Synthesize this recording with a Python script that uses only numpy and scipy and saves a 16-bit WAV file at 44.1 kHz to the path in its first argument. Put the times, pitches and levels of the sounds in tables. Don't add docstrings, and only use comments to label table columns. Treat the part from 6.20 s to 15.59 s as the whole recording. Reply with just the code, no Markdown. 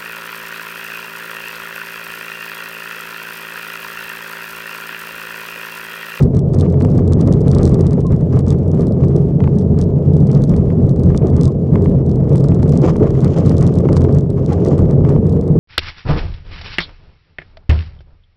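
import sys
import numpy as np
from scipy import signal
from scipy.fft import rfft, irfft
from scipy.io import wavfile
from scipy.ndimage import uniform_filter1d, minimum_filter1d

SR = 44100
rng = np.random.default_rng(int(sys.argv[2]) if len(sys.argv) > 2 else 0)


def transcribe(signal):
    frames = np.atleast_2d(signal).T
    limited = np.clip(frames, -1, 1)
    pcm = np.round(limited * 32767).astype(np.int16)
    wavfile.write(sys.argv[1], SR, pcm)


N = 414099

# time in seconds, firings per second, drone level in dB.
ENGINE_REVS = [(0, 131.2, -35), (.65, 132.7, -39), (1.4, 132, -28), (1.65, 133.8, -37), (2.1, 133.8, -33.5),
               (2.75, 130, -24.5), (3.2, 138.2, -30), (3.9, 142, -27), (4.5, 129, -31), (5.7, 134.7, -39.5),
               (7.6, 131.3, -37), (8.03, 132, -31), (8.3, 136.1, -22), (8.7, 141, -36.5),
               (9.1, 152.1, -26.5), (9.39, 158.4, -22)]
# pitch in Hz, width in Hz, level in dB.
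CABIN_NOTES = [(45.7, 9.7, -11.5), (88, 10.15, 0), (144.3, 23.8, -0.5), (175.6, 19.5, -1), (209, 41, -7.5),
               (259.1, 29.5, -11.5)]
# time in seconds, then heave and firings in dB against the road shocks.
BOOM_MIX = [(.3, -21, -7.5), (1.7, -18.5, -11), (3.4, -24.5, -7), (4.2, -19.5, -9), (5.6, -22, -8),
            (6.6, -16.5, -4.5), (7.6, -19, -8), (8.3, -18, -6), (8.8, -23, -8.5)]
# time in seconds, then boom, drumming, clatter and spray levels in dB.
ROLLING = [(0.25, -13, -23.5, -61, -68), (0.5, -11.0, -21, -49.0, -60), (1.5, -11, -20, -45, -60.5),
           (1.85, -13, -25, -59, -66), (2.7, -13.0, -21.5, -47, -61.0), (3.15, -12, -23.5, -55.5, -63),
           (3.75, -12, -22.5, -55, -64), (4.2, -13, -23.5, -53.5, -60.5), (5.05, -11.5, -21.5, -47, -65),
           (5.38, -15, -24, -58.5, -65), (5.65, -12.0, -21.5, -52.5, -65.5),
           (6.4, -11, -21.0, -42.5, -59.5), (7.2, -12.5, -21.0, -46, -53.5), (7.9, -10.5, -19.5, -52, -59),
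           (8.07, -14.5, -25.5, -53, -66), (8.45, -13.0, -18.5, -42.5, -51),
           (8.95, -9.5, -21.0, -52.5, -67.5), (9.3, -16, -21, -49, -69)]
# start and length in seconds, then boom, clatter and tick levels in dB.
ROAD_BUMPS = [(0.005, 0.04, -8, -40.5, -21.5), (0.151, 0.021, -12, -41.5, -26),
              (0.35, 0.097, -13, -42, -18), (0.618, 0.038, -12.0, -44, -27), (0.759, 0.05, -13, -40, -34),
              (0.884, 0.054, -16, -43.0, -34), (0.996, 0.018, -9, -36.5, -19.5),
              (1.073, 0.084, -13.5, -52, -34), (1.262, 0.225, -13, -39.0, -31),
              (1.525, 0.138, -13.5, -40, -33), (1.71, 0.03, -16, -39.5, -22), (1.913, 0.023, -10, -38, -22),
              (2.008, 0.011, -17, -46.5, -34), (2.127, 0.064, -11.5, -39, -27),
              (2.281, 0.054, -12, -40.5, -26), (2.516, 0.107, -16.0, -46, -26.5),
              (2.825, 0.066, -11.5, -48.0, -30.5), (2.963, 0.039, -12, -58, -36),
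              (3.216, 0.053, -12, -50.5, -40), (3.34, 0.06, -15.5, -50, -30.5),
              (3.506, 0.037, -13, -50, -45), (3.583, 0.035, -19.5, -42, -22.5),
              (3.884, 0.153, -9, -51, -43), (4.082, 0.1455, -11, -42.5, -30.5),
              (4.294, 0.1108, -11.5, -42, -34), (4.587, 0.109, -11.5, -56.0, -37.5),
              (4.845, 0.058, -7.5, -41, -26), (5.139, 0.128, -10.0, -41, -39),
              (5.534, 0.037, -6.5, -40, -30.5), (5.681, 0.069, -11.0, -58, -50),
              (6.132, 0.071, -10.5, -52.5, -25.5), (6.293, 0.031, -9, -53, -22.5),
              (6.434, 0.172, -13.0, -46.5, -30), (7.03, 0.036, -12.5, -38, -30),
              (7.266, 0.062, -8, -38, -28), (7.397, 0.077, -11.5, -38.5, -18),
              (7.553, 0.052, -25, -43.0, -18.5), (7.729, 0.107, -11.5, -37.5, -22.5),
              (7.962, 0.02, -7.5, -38, -20), (8.592, 0.042, -9, -40, -21.5), (8.712, 0.012, -11, -39, -22),
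              (8.787, 0.037, -10, -57, -39), (9.076, 0.105, -16.5, -45.5, -24.5),
              (9.312, 0.059, -9, -61, -38)]
# start and length in seconds, then drumming, clatter, spray in dB.
GRAVEL_SHOWERS = [(.437, .04, -24, -51, -57), (1.07, .03, -20, -37.5, -65), (1.418, .044, -17.5, -49, -63),
                  (1.557, .054, -19.5, -50, -62), (1.788, .004, -19, -39.5, -51),
                  (2.605, .03, -23.5, -40, -64), (2.958, .011, -19, -44, -65), (5.048, .024, -16, -45, -66),
                  (5.593, 0.057, -20.5, -49, -68), (6.117, 0.037, -20, -44.5, -58),
                  (6.53, 0.014, -26, -40, -46), (6.645, .012, -11, -28, -39),
                  (6.68, .015, -20.5, -30.5, -42), (6.818, 0.016, -10.5, -31.5, -50),
                  (6.86, 0.019, -20, -35, -59), (7.125, 0.0086, -29, -39, -43),
                  (7.165, .03, -22, -34.5, -43), (7.225, .01, -22, -39, -52), (7.285, 0.026, -24, -42, -47),
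                  (7.64, .08, -18.5, -40.5, -59), (7.867, .034, -18.5, -38, -57),
                  (8.18, .025, -24.5, -41, -58), (8.309, 0.024, -26, -34.5, -48.5),
                  (8.459, 0.076, -17.5, -44, -54), (8.855, .11, -20.5, -39, -54)]
# time in seconds, level in dB.
STONE_HITS = [(0.4617, -18), (0.5407, -17), (0.61, -12.5), (0.6484, -10), (2.8357, -14.5), (3.203, -9),
              (3.239, -9), (3.2742, -10.5), (4.101, -17.5), (4.3385, -14), (4.5023, -15.5), (4.9462, -13.5),
              (5.022, -19), (5.5553, -5), (5.658, -13), (6.1524, -13.5), (6.319, -13), (6.4276, -13),
              (6.6469, -8), (6.7588, -12.5), (7.1601, -16), (7.6873, -10), (7.7667, -6.5), (7.8158, -13),
              (7.8471, -10.5), (8.849, -10), (8.8894, -11.5), (8.961, -14.5)]
FLOOR_RING = (910, 250, 3)
# time in seconds, level in dB.
LOUD_TICKS = [(0.026, -19), (0.169, -21), (0.192, -19.5), (0.399, -20), (0.41, -13), (0.649, -20),
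              (0.78, -19), (0.878, -20.5), (0.923, -18), (0.934, -13.5), (1.075, -17), (1.126, -13),
              (1.282, -15), (1.315, -15), (1.349, -17.5), (1.385, -15.5), (1.432, -14.5), (1.454, -13),
              (1.477, -17), (1.544, -15), (1.609, -16.5), (1.668, -16.5), (1.732, -21), (1.868, -22),
              (2.191, -19), (2.283, -19.5), (2.305, -12.5), (2.609, -22), (2.67, -20.5), (2.964, -20.5),
              (3.387, -23.5), (3.614, -14), (3.624, -24), (3.968, -24), (4.15, -21.5), (4.239, -16.5),
              (4.295, -20), (4.365, -21), (4.694, -21.5), (4.976, -11.5), (5.212, -14), (5.234, -12),
              (5.244, -23), (5.255, -12.5), (5.915, -25.5), (6.158, -17.5), (6.181, -20), (6.242, -19.5),
              (6.286, -20), (6.431, -21), (6.494, -20.5), (6.575, -16), (6.766, -21.5), (7.046, -15.5),
              (7.261, -19), (7.295, -17), (7.369, -22), (7.411, -17), (7.476, -18), (7.73, -16),
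              (7.767, -14.5), (7.773, -15), (7.841, -22), (7.986, -21), (8.103, -23.5), (8.262, -19.5),
              (8.332, -18), (8.474, -27), (8.592, -24), (8.893, -22), (9.212, -25), (9.279, -28)]
# start in seconds, pitch in Hz, level in dB, seconds to fade by 60 dB.
METAL_RINGS = [(1.845, 1056, -26, 0.18), (5.275, 1020, -25, 0.085), (8.309, 800, -22, 0.15)]

# frequency in Hz, relative level in dB.
HEAVE_TONE = [(5, -14), (14, -6.5), (28, -8), (60, 1.5), (120, -6.5), (400, -53), (1500, -81)]
DRUM_TONE = [(120, -34.5), (230, -9), (290, -2.5), (330, -2), (360, -2.5), (405, 0), (480, -5), (570, -12),
             (650, -14.5), (760, -23), (950, -29.5), (1500, -48.5), (3000, -81)]
CLATTER_TONE = [(400, -17), (750, 6.5), (950, 1), (1180, 4.5), (1350, -3.5), (1550, -8.5), (2100, -11.5),
                (2600, -20), (3200, -24), (3800, -28.5), (7000, -36.5), (11000, -54)]
SPRAY_TONE = [(1200, -10), (2000, 1), (2600, 3), (3150, 3.5), (3750, -3.5), (5300, 0), (7200, -4),
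              (8300, -13), (10500, -23), (15000, -34)]
KNOCK_TONE = [(250, -10), (650, -3), (900, 0), (1150, -1), (1600, -11), (2100, -7), (2600, -13),
              (3150, -15), (3800, -26), (5500, -29), (8000, -36), (14000, -58)]
TICK_TONE = [(1000, -22), (2500, -13), (3500, 2), (5500, 3), (7300, -1.5), (8600, 0.5), (9700, -8.5),
             (11000, -23), (15000, -28.5)]


def cabin_boom(gain, note_db=-14):
    firings, note, drone = engine()
    shocks = cabin_ring(rng.standard_normal(N))
    heave = colour(rng.standard_normal(N), HEAVE_TONE)
    heave_db, firing_db = curves(BOOM_MIX)
    shake = shocks + undb(firing_db) * firings + undb(note_db) * note + undb(heave_db) * heave
    return steady(shake, .11) * gain + drone


def engine(flutter=0.0126, surge=0.0382, scatter_db=4.5, uneven_db=3, waver_db=3):
    hz, drone_db = curves(ENGINE_REVS)
    slip, load, flex = unit(uniform_filter1d(rng.standard_normal((3, N)), size=3000))
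    cycles = np.cumsum(hz * (1 + flutter * slip)) / SR
    fired = np.flatnonzero(np.diff(np.floor(cycles)))
    cylinder = np.resize([0.77, 0.47, -0.39, -1.8], len(fired))
    sizes = undb(uneven_db * cylinder + scatter_db * rng.standard_normal(N)[:len(fired)])
    drift = np.cumsum(hz * surge * flex) / SR
    note = unit(np.sin(2 * np.pi * (cycles + drift)) * undb(waver_db * load))
    drone = np.sin(6 * np.pi * cycles) * undb(drone_db + waver_db * load)
    return cabin_ring(pulses(fired / SR, sizes)), note, drone


def cabin_ring(x, top_hz=290):
    ringing = sum(ring(x, *note) * (-1) ** k for k, note in enumerate(CABIN_NOTES))
    return unit(signal.sosfilt(signal.butter(4, top_hz, fs=SR, output="sos"), ringing))


def gravel(drum_gain, clatter_gain, spray_gain, crunch_db=3):
    heavy = grains(per_s=1400, scatter_db=2.5)
    small = add_tail(grains(per_s=650, scatter_db=3.5), fade_s=0.037, tail_db=6.5)
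    grit = add_tail(grains(per_s=1000, scatter_db=5), fade_s=0.036, tail_db=6.5)
    drum = steady(colour(heavy, DRUM_TONE), 0.092) * drum_gain * undb(0.93)
    clatter = steady(colour(small, CLATTER_TONE), 0.057) * clatter_gain * undb(0.42)
    spray = steady(colour(grit, SPRAY_TONE), 0.04) * spray_gain * undb(-1.7)
    clumps = unit(undb(crunch_db * wander(700)))
    return drum + clumps * (clatter + spray)


def stone_knocks():
    times, db = np.transpose(STONE_HITS)
    landed = times + .0011 + .0002 * rng.standard_normal(len(times))
    hits = add_tail(pulses(landed, undb(db)), fade_s=0.016, tail_db=-2)
    crack = colour(hits, KNOCK_TONE)
    return crack + ring(crack, *FLOOR_RING)


def sharp_ticks(clatter_gain, repeat_s=0.014, repeat_db=-15, copy_s=.00025, copy_db=-5):
    starts, db = np.vstack([LOUD_TICKS, stray_ticks(clatter_gain), bump_ticks()]).T
    gap, scatter = rng.standard_normal((len(starts), 2)).T
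    times = np.concatenate([starts, starts + repeat_s * np.abs(gap)])
    sizes = undb(np.concatenate([db, db + repeat_db + 4 * scatter]))
    clicks = pulses(times, sizes)
    for wait, strength in rng.random((3, 2, len(times))):
        times = times - copy_s * np.log(1 - wait)
        clicks += pulses(times, sizes * undb(copy_db) * (2 * strength - 1))
    return colour(add_tail(clicks, fade_s=0.012, tail_db=-14.5), TICK_TONE)


def bump_ticks(per_s=30, scatter_db=2.5, most=14):
    start, length, _, _, db = np.transpose(ROAD_BUMPS)[:, :, None]
    age = (np.arange(most) + rng.random((len(start), most)) - .5) / per_s
    tick_db = db + scatter_db * rng.standard_normal(age.shape)
    during = age < length
    return np.column_stack([(start + age)[during], tick_db[during]])


def stray_ticks(clatter_gain, per_s=7, above_clatter_db=20.5, loudest_db=-19):
    at = np.flatnonzero(rng.random(N) < per_s / SR)
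    db = np.minimum(20 * np.log10(clatter_gain[at]) + above_clatter_db, loudest_db)
    return np.column_stack([at / SR, db])


def metal_pings(rise_s=0.01, waver_hz=35):
    out = np.zeros(N)
    drift = np.cumsum(waver_hz * wander(300)) / SR
    for start, hz, db, fade_s in METAL_RINGS:
        age = np.maximum(np.arange(N) / SR - start, 0)
        rise = np.minimum(age / rise_s, 1)
        fade = 0.001 ** np.minimum(age / fade_s, 10)
        out += undb(db) * rise * fade * np.sin(2 * np.pi * (hz * age + drift))
    return out


def road_gains(bump_drum_db=-15, bump_spray_db=-18.5):
    boom, drum, clatter, spray = undb(curves(ROLLING)) ** 2
    bump_boom, bump_clatter, _ = swells(ROAD_BUMPS)
    shower_drum, shower_clatter, shower_spray = swells(GRAVEL_SHOWERS)
    return np.sqrt([boom + bump_boom,
                    drum + shower_drum + bump_boom * undb(bump_drum_db) ** 2,
                    clatter + shower_clatter + bump_clatter,
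                    spray + shower_spray + bump_clatter * undb(bump_spray_db) ** 2])


def swells(table, rise_s=0.026, fall_s=0.034):
    t = np.arange(N) / SR
    power = np.zeros((len(table[0]) - 2, N))
    for start, length, *db in table:
        corners = np.cumsum([start - rise_s, rise_s, length, fall_s])
        span = slice(*np.searchsorted(t, corners[[0, -1]]))
        power[:, span] += np.outer(undb(db), np.interp(t[span], corners, [0, 1, 1, 0])) ** 2
    return power


def grains(per_s, scatter_db):
    hit = rng.random(N) < per_s / SR
    return hit * rng.choice([-1, 1], N) * undb(scatter_db * np.minimum(rng.exponential(size=N), 4))


def pulses(times, sizes):
    return np.bincount(np.clip(times * SR, 0, N).astype(int), sizes, N + 1)[:N]


def add_tail(x, fade_s, tail_db):
    keep = undb(-120 / (fade_s * SR))
    power = signal.lfilter([1 - keep], [1, -keep], x ** 2 + 1e-18)
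    return x + undb(tail_db) * np.sqrt(power) * rng.standard_normal(N)


def ring(x, hz, width_hz, db):
    return undb(db) * signal.lfilter(*signal.iirpeak(hz, hz / width_hz, SR), x)


def colour(x, tone, size=4096):
    hz, db = np.transpose(tone)
    grid = np.maximum(np.arange(size // 2 + 1) * SR / size, 1)
    cepstrum = irfft(np.log(undb(np.interp(np.log(grid), np.log(hz), db))))
    cepstrum[1:size // 2] *= 2
    cepstrum[size // 2 + 1:] = 0
    response = irfft(np.exp(rfft(cepstrum)))
    return signal.fftconvolve(x, response / np.linalg.norm(response))[:N]


def steady(x, span_s):
    return x / np.sqrt(np.abs(uniform_filter1d(x ** 2, int(span_s * SR) + 1)) + 1e-18)


def wander(samples):
    return unit(uniform_filter1d(rng.standard_normal(N), size=samples))


def curves(table):
    times, *columns = np.transpose(table)
    return [np.interp(np.arange(N) / SR, times, column) for column in columns]


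def unit(x):
    return x / np.sqrt(np.mean(x ** 2))


def undb(db):
    return 10 ** (np.asarray(db) / 20)


def scene(hiss_db=-80):
    boom, drum, clatter, spray = road_gains()
    hiss = undb(hiss_db) * rng.standard_normal(N)
    mix = cabin_boom(boom) + gravel(drum, clatter, spray) + stone_knocks()
    return (mix + sharp_ticks(clatter) + metal_pings() + hiss)[None]


def record(dry, top_hz=15200):
    room = 1 / np.maximum(np.abs(dry), 1)
    gain = uniform_filter1d(minimum_filter1d(room, size=400), size=400)
    return signal.sosfilt(signal.ellip(8, .2, 70, top_hz, fs=SR, output="sos"), dry * gain)


dry = scene()
out = record(dry)
transcribe(out)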